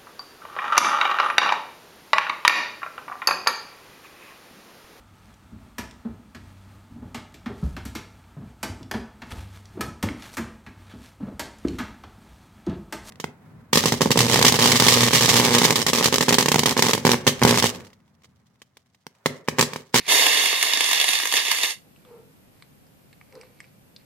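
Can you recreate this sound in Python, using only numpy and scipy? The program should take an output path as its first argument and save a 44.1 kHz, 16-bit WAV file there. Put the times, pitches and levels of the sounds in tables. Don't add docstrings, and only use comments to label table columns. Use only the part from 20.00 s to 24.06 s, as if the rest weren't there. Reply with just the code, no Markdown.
import sys
import numpy as np
from scipy import signal
from scipy.fft import rfft, irfft, next_fast_len
from scipy.io import wavfile

SR = 44100
rng = np.random.default_rng(int(sys.argv[2]) if len(sys.argv) > 2 else 0)


def store_pcm(level_fs):
    pcm = np.round(np.clip(level_fs, -1, 1) * 32767).astype(np.int16)
    wavfile.write(sys.argv[1], SR, np.atleast_2d(pcm).T)


N = 178913
TIME = np.arange(N) / SR
SIZE = next_fast_len(N + SR, real=True)
HZ = np.maximum(np.fft.rfftfreq(SIZE, 1 / SR), 1)


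def from_db(db):
    return 10 ** (np.asarray(db) / 20)


def rms(x):
    return np.sqrt(np.mean(x ** 2) + 1e-20)


def in_time(rows):
    seconds, *columns = np.transpose(rows)
    return [np.interp(TIME, seconds, column) for column in columns]


def over_hz(points):
    hz, value = np.transpose(points)
    return np.interp(np.log(HZ), np.log(hz), value)


def through(x, response):
    return irfft(rfft(x, SIZE) * response, SIZE)[..., :N]


def causal(gain):
    cepstrum = irfft(np.log(gain + 1e-6), SIZE)
    cepstrum[..., 1:SIZE // 2] *= 2
    cepstrum[..., SIZE // 2 + 1:] = 0
    return np.exp(rfft(cepstrum))


def resonant(modes):
    peaks = (from_db(db) / (1 + (2 * (HZ - hz) / width) ** 2) for hz, width, db in modes)
    return np.sqrt(sum(peak ** 2 for peak in peaks))


def high_pass(hz, order):
    return 1 / np.sqrt(1 + (hz / HZ) ** (2 * order))


def echoes(t60, delay):
    tail = rng.standard_normal((2, N)) * from_db(-60 * TIME / t60) * (TIME > delay)
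    left, other = rfft(tail / np.sqrt(np.sum(tail ** 2, axis=1, keepdims=True)), SIZE)
    apart = high_pass(800, order=2)
    return np.array([left, np.sqrt(1 - apart ** 2) * left + apart * other])


def strikes_at(times, heights):
    out = np.zeros(N)
    out[np.round(np.asarray(times) * SR).astype(int)] = heights
    return out


def fading(strikes, decay_s):
    return signal.lfilter([1], [1, -np.exp(-1 / (decay_s * SR))], strikes + 1e-18)


def bursts(strikes, decay_s):
    return fading(strikes, decay_s) * rng.choice([-1, 1], N)


def crackle(per_s, spread_db, decay_s):
    sizes = from_db(spread_db * np.minimum(rng.exponential(1, N), 3))
    puffs = fading(sizes * (rng.random(N) < per_s / SR), decay_s) * rng.standard_normal(N)
    return puffs / rms(puffs)


# frequency in Hz, relative level in dB.
ROOM_COLOUR = [(18, -35), (30, -21.5), (145, -6), (291, -13.5), (377, -19), (542, -19), (585, -20.5),
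               (1010, -26.5), (1210, -28), (2020, -30), (2760, -31), (4170, -35), (4990, -35), (6140, -37),
               (14400, -33)]
# frequency in Hz, side relative to mid in dB.
ROOM_WIDTH = [(60, -5.5), (150, -3), (380, -0.5), (950, 1.5), (2380, 1.5), (5980, 0.5), (15000, -1)]
# time in seconds, gain in dB.
ROOM_DUCK = [(0, 8), (.09, -10.5), (.16, -32.5), (1.69, -24.5), (1.78, 4), (4.06, 3)]


def room_tone(air_db, whine_hz, whine_db):
    mid, side = through(rng.standard_normal((2, N)), from_db(over_hz(ROOM_COLOUR)))
    side = through(side, from_db(over_hz(ROOM_WIDTH)))
    air = np.array([mid + side, mid - side]) / rms(mid)
    whine = through(rng.standard_normal((2, N)), resonant([(whine_hz, 500, 0)]))
    bed = from_db(air_db) * air + from_db(whine_db) * whine / rms(whine)
    return bed * from_db(in_time(ROOM_DUCK)[0])


# time in seconds, level in dB.
RUB_LEVEL = [(0, -43.5), (.03, -52.5), (.07, -40.5), (.12, -80.5), (1.9, -83), (2.1, -68), (2.4, -98),
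             (2.6, -69), (2.7, -103), (3.1, -75), (3.25, -77), (3.42, -61.5), (3.52, -73), (3.65, -63.5),
             (3.75, -84), (3.95, -96), (4.0, -64.5), (4.06, -77)]


def hand_rub():
    friction = from_db(in_time(RUB_LEVEL)[0]) * crackle(per_s=1500, spread_db=0, decay_s=0.0006)
    plastic = resonant([(2300, 900, -2), (4400, 1500, -8.5)])
    return through(friction, causal(plastic / rms(plastic)))


# time in seconds, gain in dB.
VALVE_GATE = [(0, -35), (.062, -31), (.066, -19), (.077, -23.5), (.081, -7), (.11, 1), (1.7, 0),
              (1.722, -4.5), (1.74, -17), (1.76, -22.5), (1.82, -39), (1.86, -80)]
# time in seconds, level in dB, treble in dB before a 9 dB lift.
JET_HISS = [(.1, -17.5, -10), (.13, -19.5, -6.5), (.22, -20, -8), (.3, -20.5, -11.5), (.42, -22, -10),
            (.52, -23, -12.5), (.6, -26, -9.5), (.7, -24, -12), (.77, -25, -14.5), (.82, -23.5, -11),
            (.88, -24.5, -9), (.94, -22, -13), (1.0, -23, -12.5), (1.06, -25.5, -8.5), (1.15, -22.5, -12),
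            (1.22, -27.5, -10.5), (1.3, -30, -8), (1.35, -26, -6), (1.38, -17.5, -16), (1.41, -25.5, -13),
            (1.445, -28.5, -10), (1.5, -24, -12), (1.56, -27.5, -7), (1.615, -29, -9), (1.64, -20, -11),
            (1.665, -30, -7.5), (1.7, -28, -8)]
# time in seconds, spits relative to hiss in dB, low gush gain in dB.
FOAM_TEXTURE = [(.1, -11, 7), (.3, -6, 3.5), (.5, -3.5, 1), (.75, -3, 0), (1.1, -1, -4), (1.7, -1.5, 0.5)]


def foam_jet():
    level_db, treble_db = in_time(JET_HISS)
    spit_db, gush_db = in_time(FOAM_TEXTURE)
    flow = from_db(level_db + in_time(VALVE_GATE)[0] - 1)
    spit_gain = from_db(spit_db)
    hiss = rng.standard_normal(N)
    spits = spit_gain * crackle(per_s=460, spread_db=4.5, decay_s=0.0005)
    core = (hiss + spits) / np.sqrt(1 + spit_gain ** 2)
    plume = from_db(-4) * rng.standard_normal((2, N))
    jet = flow * np.vstack([core, plume])
    treble = through(jet, high_pass(6500, order=4))
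    lows = through(jet, 1 - high_pass(900, order=3) ** 2)
    return jet + treble * (from_db(treble_db + 9) - 1) + lows * (from_db(gush_db) - 1)


# start in seconds, level in dB.
GOBS = [(.08, -39), (.625, -50), (1.337, -52.5), (1.513, -48)]


def gob_thuds(decay_s, centre_hz):
    starts, db = np.transpose(GOBS)
    low_band = resonant([(centre_hz, 220, 0)]) * high_pass(95, order=2)
    air = through(rng.standard_normal((2, N)), low_band)
    return fading(strikes_at(starts, from_db(db)), decay_s) * air / rms(air)


# start in seconds, puff strength in dB, plop send in dB.
GAS_POCKETS = [(0.12, -3, -10), (0.185, -9.5, -8), (0.222, -6, -2.5), (0.265, -2.5, -1),
               (0.437, -8.5, -4.5), (.457, -3.5, -10.5), (0.528, -12, 4), (0.61, -11.5, -17),
               (.626, -0.5, -8), (.635, -13.5, -0.5), (.648, -13, -21.5), (0.67, -18, -9), (.734, -3, -23),
               (0.772, -7.5, -4), (0.806, -3, -8.5), (.842, -9, -20), (.888, -6.5, -25.5),
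               (.912, -5.5, -11), (.93, -1.5, -20), (0.957, -7, -14), (0.999, -3.5, -20.5),
               (1.012, -2.5, -25.5), (1.041, -4, -21), (1.08, -7, -6.5), (1.088, -2, -8),
               (1.132, -7.5, -16), (1.153, -6, -19), (1.187, -12.5, -11), (1.199, -11.5, 3.5),
               (1.233, -12, -0.5), (1.254, -6.5, -7), (1.272, -11.5, -6), (1.323, -6, -4), (1.338, -5, -1),
               (1.367, -5, -19.5), (1.374, -4, -21.5), (1.399, -13.5, -3.5), (1.481, -9, -8),
               (1.514, -1, -6.5), (1.546, -14.5, 1), (1.585, -8, -4), (1.632, -3, -16), (1.643, -15, -15)]


def sputters(puff_s, plop_hz, plop_s):
    starts, puff_db, plop_db = np.transpose(GAS_POCKETS)
    puff = bursts(strikes_at(starts + 0.0014, from_db(puff_db)), puff_s)
    plop = bursts(strikes_at(starts + 0.00079, from_db(puff_db + plop_db)), plop_s)
    return puff + 3 * signal.sosfilt(signal.butter(2, plop_hz, fs=SR, output="sos"), plop)


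# centre in Hz, width in Hz before broadening, left level in dB, right level in dB.
SPRAY_MODES = [(291, 55, -15, -25), (408.4, 47, -8.5, -9), (540, 200, -11.5, -15), (711.5, 180, -14, -12.5),
               (929, 160, -15, -6), (1086, 170, -11.5, -3.5), (1732, 240, -7, -6), (1928, 250, -5, -1.5),
               (2098, 154, -1, 2.5), (2400, 140, -4.5, -9.5), (2761, 280, -2.5, 2), (2950, 220, 0.5, -15.5),
               (3392, 190, -4.5, 2.5), (3702, 240, -0.5, 2), (4180, 380, -8.5, -13.5), (4550, 280, -13, 3),
               (5250, 420, -11.5, -2), (5896, 1200, -12.5, -7), (6686, 440, -11, -2.5),
               (7320, 640, -8, -18), (8170, 260, -8.5, -13.5), (9000, 520, -8, -2.5),
               (10150, 700, -10, -18), (10930, 510, -17, -7.5), (11500, 800, -10.5, -19),
               (13700, 1900, -14.5, -10)]
# frequency in Hz, phase in radians.
RIGHT_LEAD = [(100, 0.5), (600, 1), (1200, 0.33), (2500, 0.84), (3750, .5), (4200, 1.5), (5300, 3.5),
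              (5800, 4), (8000, 5), (10000, 1.5), (15000, 3)]


def spray():
    jet = foam_jet()
    core, plume = jet[0], jet[1:]
    nozzle = core + from_db(-6.5) * sputters(puff_s=0.0018, plop_hz=1400, plop_s=0.0016)
    hz, width, left_db, right_db = np.transpose(SPRAY_MODES)
    gain = np.array([resonant(zip(hz, 1.2 * width, db)) for db in (left_db, right_db)])
    gain *= high_pass(260, order=6)
    colour, mid_gain = causal(gain), gain.mean(axis=0)
    port_phase = np.exp(1j * over_hz(RIGHT_LEAD) * [[0], [1]])
    direct = gain * causal(mid_gain) / mid_gain * port_phase
    early = from_db(-5) * echoes(t60=0.042, delay=0.00087)
    late = from_db(-9.5) * echoes(t60=0.13, delay=0.011)
    response = direct + colour * (early + late)
    return (through(nozzle, response) + through(plume, colour)) / rms(np.abs(response.mean(axis=0)))


# start in seconds,
# an unused peak in dB, body in Hz, body in dB, rim in Hz, rim in dB, snap in dB, knock in dB.
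FINGER_TAPS = [(1.9609, -47, 2780, -52, 4320, -70, -74, -66),
               (2.0491, -48.5, 2646, -62, 3610, -56.5, -68, -52.5),
               (2.6229, -33, 2280, -46.5, 3830, -47, -57.5, -51.5),
               (2.8659, -52.5, 1778, -61.5, 5120, -62, -75, -76),
               (3.1282, -42, 2190, -45.5, 4100, -52.5, -61, -65),
               (3.2119, -40, 2236, -47, 4240, -74, -72, -49), (3.3244, -44, 2170, -50, 4970, -56, -71, -65),
               (3.3526, -32, 1800, -53, 4900, -49.5, -63, -64),
               (3.4117, -36, 2380, -44.5, 5120, -48.5, -57, -60),
               (3.4317, -41, 2120, -47.5, 3860, -69, -65, -46.5),
               (3.6027, -24.5, 2220, -34, 4940, -50.5, -50, -49),
               (3.641, -45, 2404, -47, 5120, -72, -71, -56),
               (3.9624, -35.5, 1880, -62, 4320, -39, -66, -59)]
# centre in Hz, width in Hz.
CAP_MODES = [(8200, 1400), (1150, 750)]


def finger_ticks(body_width_hz, rim_width_hz, drive_db):
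    snap, knock = CAP_MODES
    out = np.zeros(N)
    for start, _, body_hz, body_db, rim_hz, rim_db, snap_db, knock_db in FINGER_TAPS:
        modes = [(body_hz, body_width_hz, body_db), (rim_hz, rim_width_hz, rim_db),
                 (*snap, snap_db), (*knock, knock_db)]
        strike = strikes_at(start + 0.000984, from_db(drive_db))
        slip = from_db(-15.5) * bursts(strike, decay_s=0.0023)
        out += through(strike + slip, causal(resonant(modes)))
    return out


def cap_handling():
    touch = finger_ticks(body_width_hz=660, rim_width_hz=1250, drive_db=31) + hand_rub()
    early = from_db(-9) * echoes(t60=0.03, delay=0.002)
    late = from_db(-12) * echoes(t60=0.2, delay=0.005)
    return through(touch, 1 + early + late) * from_db([[-1], [1]])


# start in seconds, length in seconds, first pitch in Hz,
# last pitch in Hz, level in dB ahead of wall and hallway.
DOG_CALLS = [(2.041, 0.159, 514.6, 428, -50.5), (3.313, .085, 533, 490, -47.5)]


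def dog(roughness, muffle_hz, ring_hz):
    throat = resonant([(457, 220, 1.5), (870, 670, -8.5), (1250, 670, -12)])
    out = np.zeros(N)
    for start, length, first_hz, last_hz, db in DOG_CALLS:
        progress = np.clip((TIME - start) / length, 0, 1)
        phase = 2 * np.pi * np.cumsum(first_hz + (last_hz - first_hz) * progress) / SR
        voice = np.sqrt(2) * (np.sin(phase) + 0.15 * np.sin(2 * phase))
        rasp = through(rng.standard_normal(N), throat)
        out += from_db(db) * np.sin(np.pi * progress) * (voice + roughness * rasp / rms(rasp))
    wall = 1 / np.sqrt(1 + (HZ / muffle_hz) ** 4)
    low_mode = from_db(2.5) * causal(resonant([(ring_hz, 18, 0)]))
    hallway = from_db(-4) * echoes(t60=0.51, delay=0.01) + low_mode
    return through(out, causal(wall) * (0.54 + hallway))


def scene():
    can = spray() + gob_thuds(decay_s=0.015, centre_hz=172) + cap_handling()
    woofs = dog(roughness=1.0, muffle_hz=1570, ring_hz=449.5)
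    return can + woofs + room_tone(air_db=-61, whine_hz=12350, whine_db=-79)


def record(dry):
    ceiling, cutoff_hz = 1.3, 14550
    rounded = ceiling * np.tanh(dry / ceiling)
    return through(rounded, 1 / np.sqrt(1 + (HZ / cutoff_hz) ** 400))


dry = scene()
out = record(dry)
store_pcm(out)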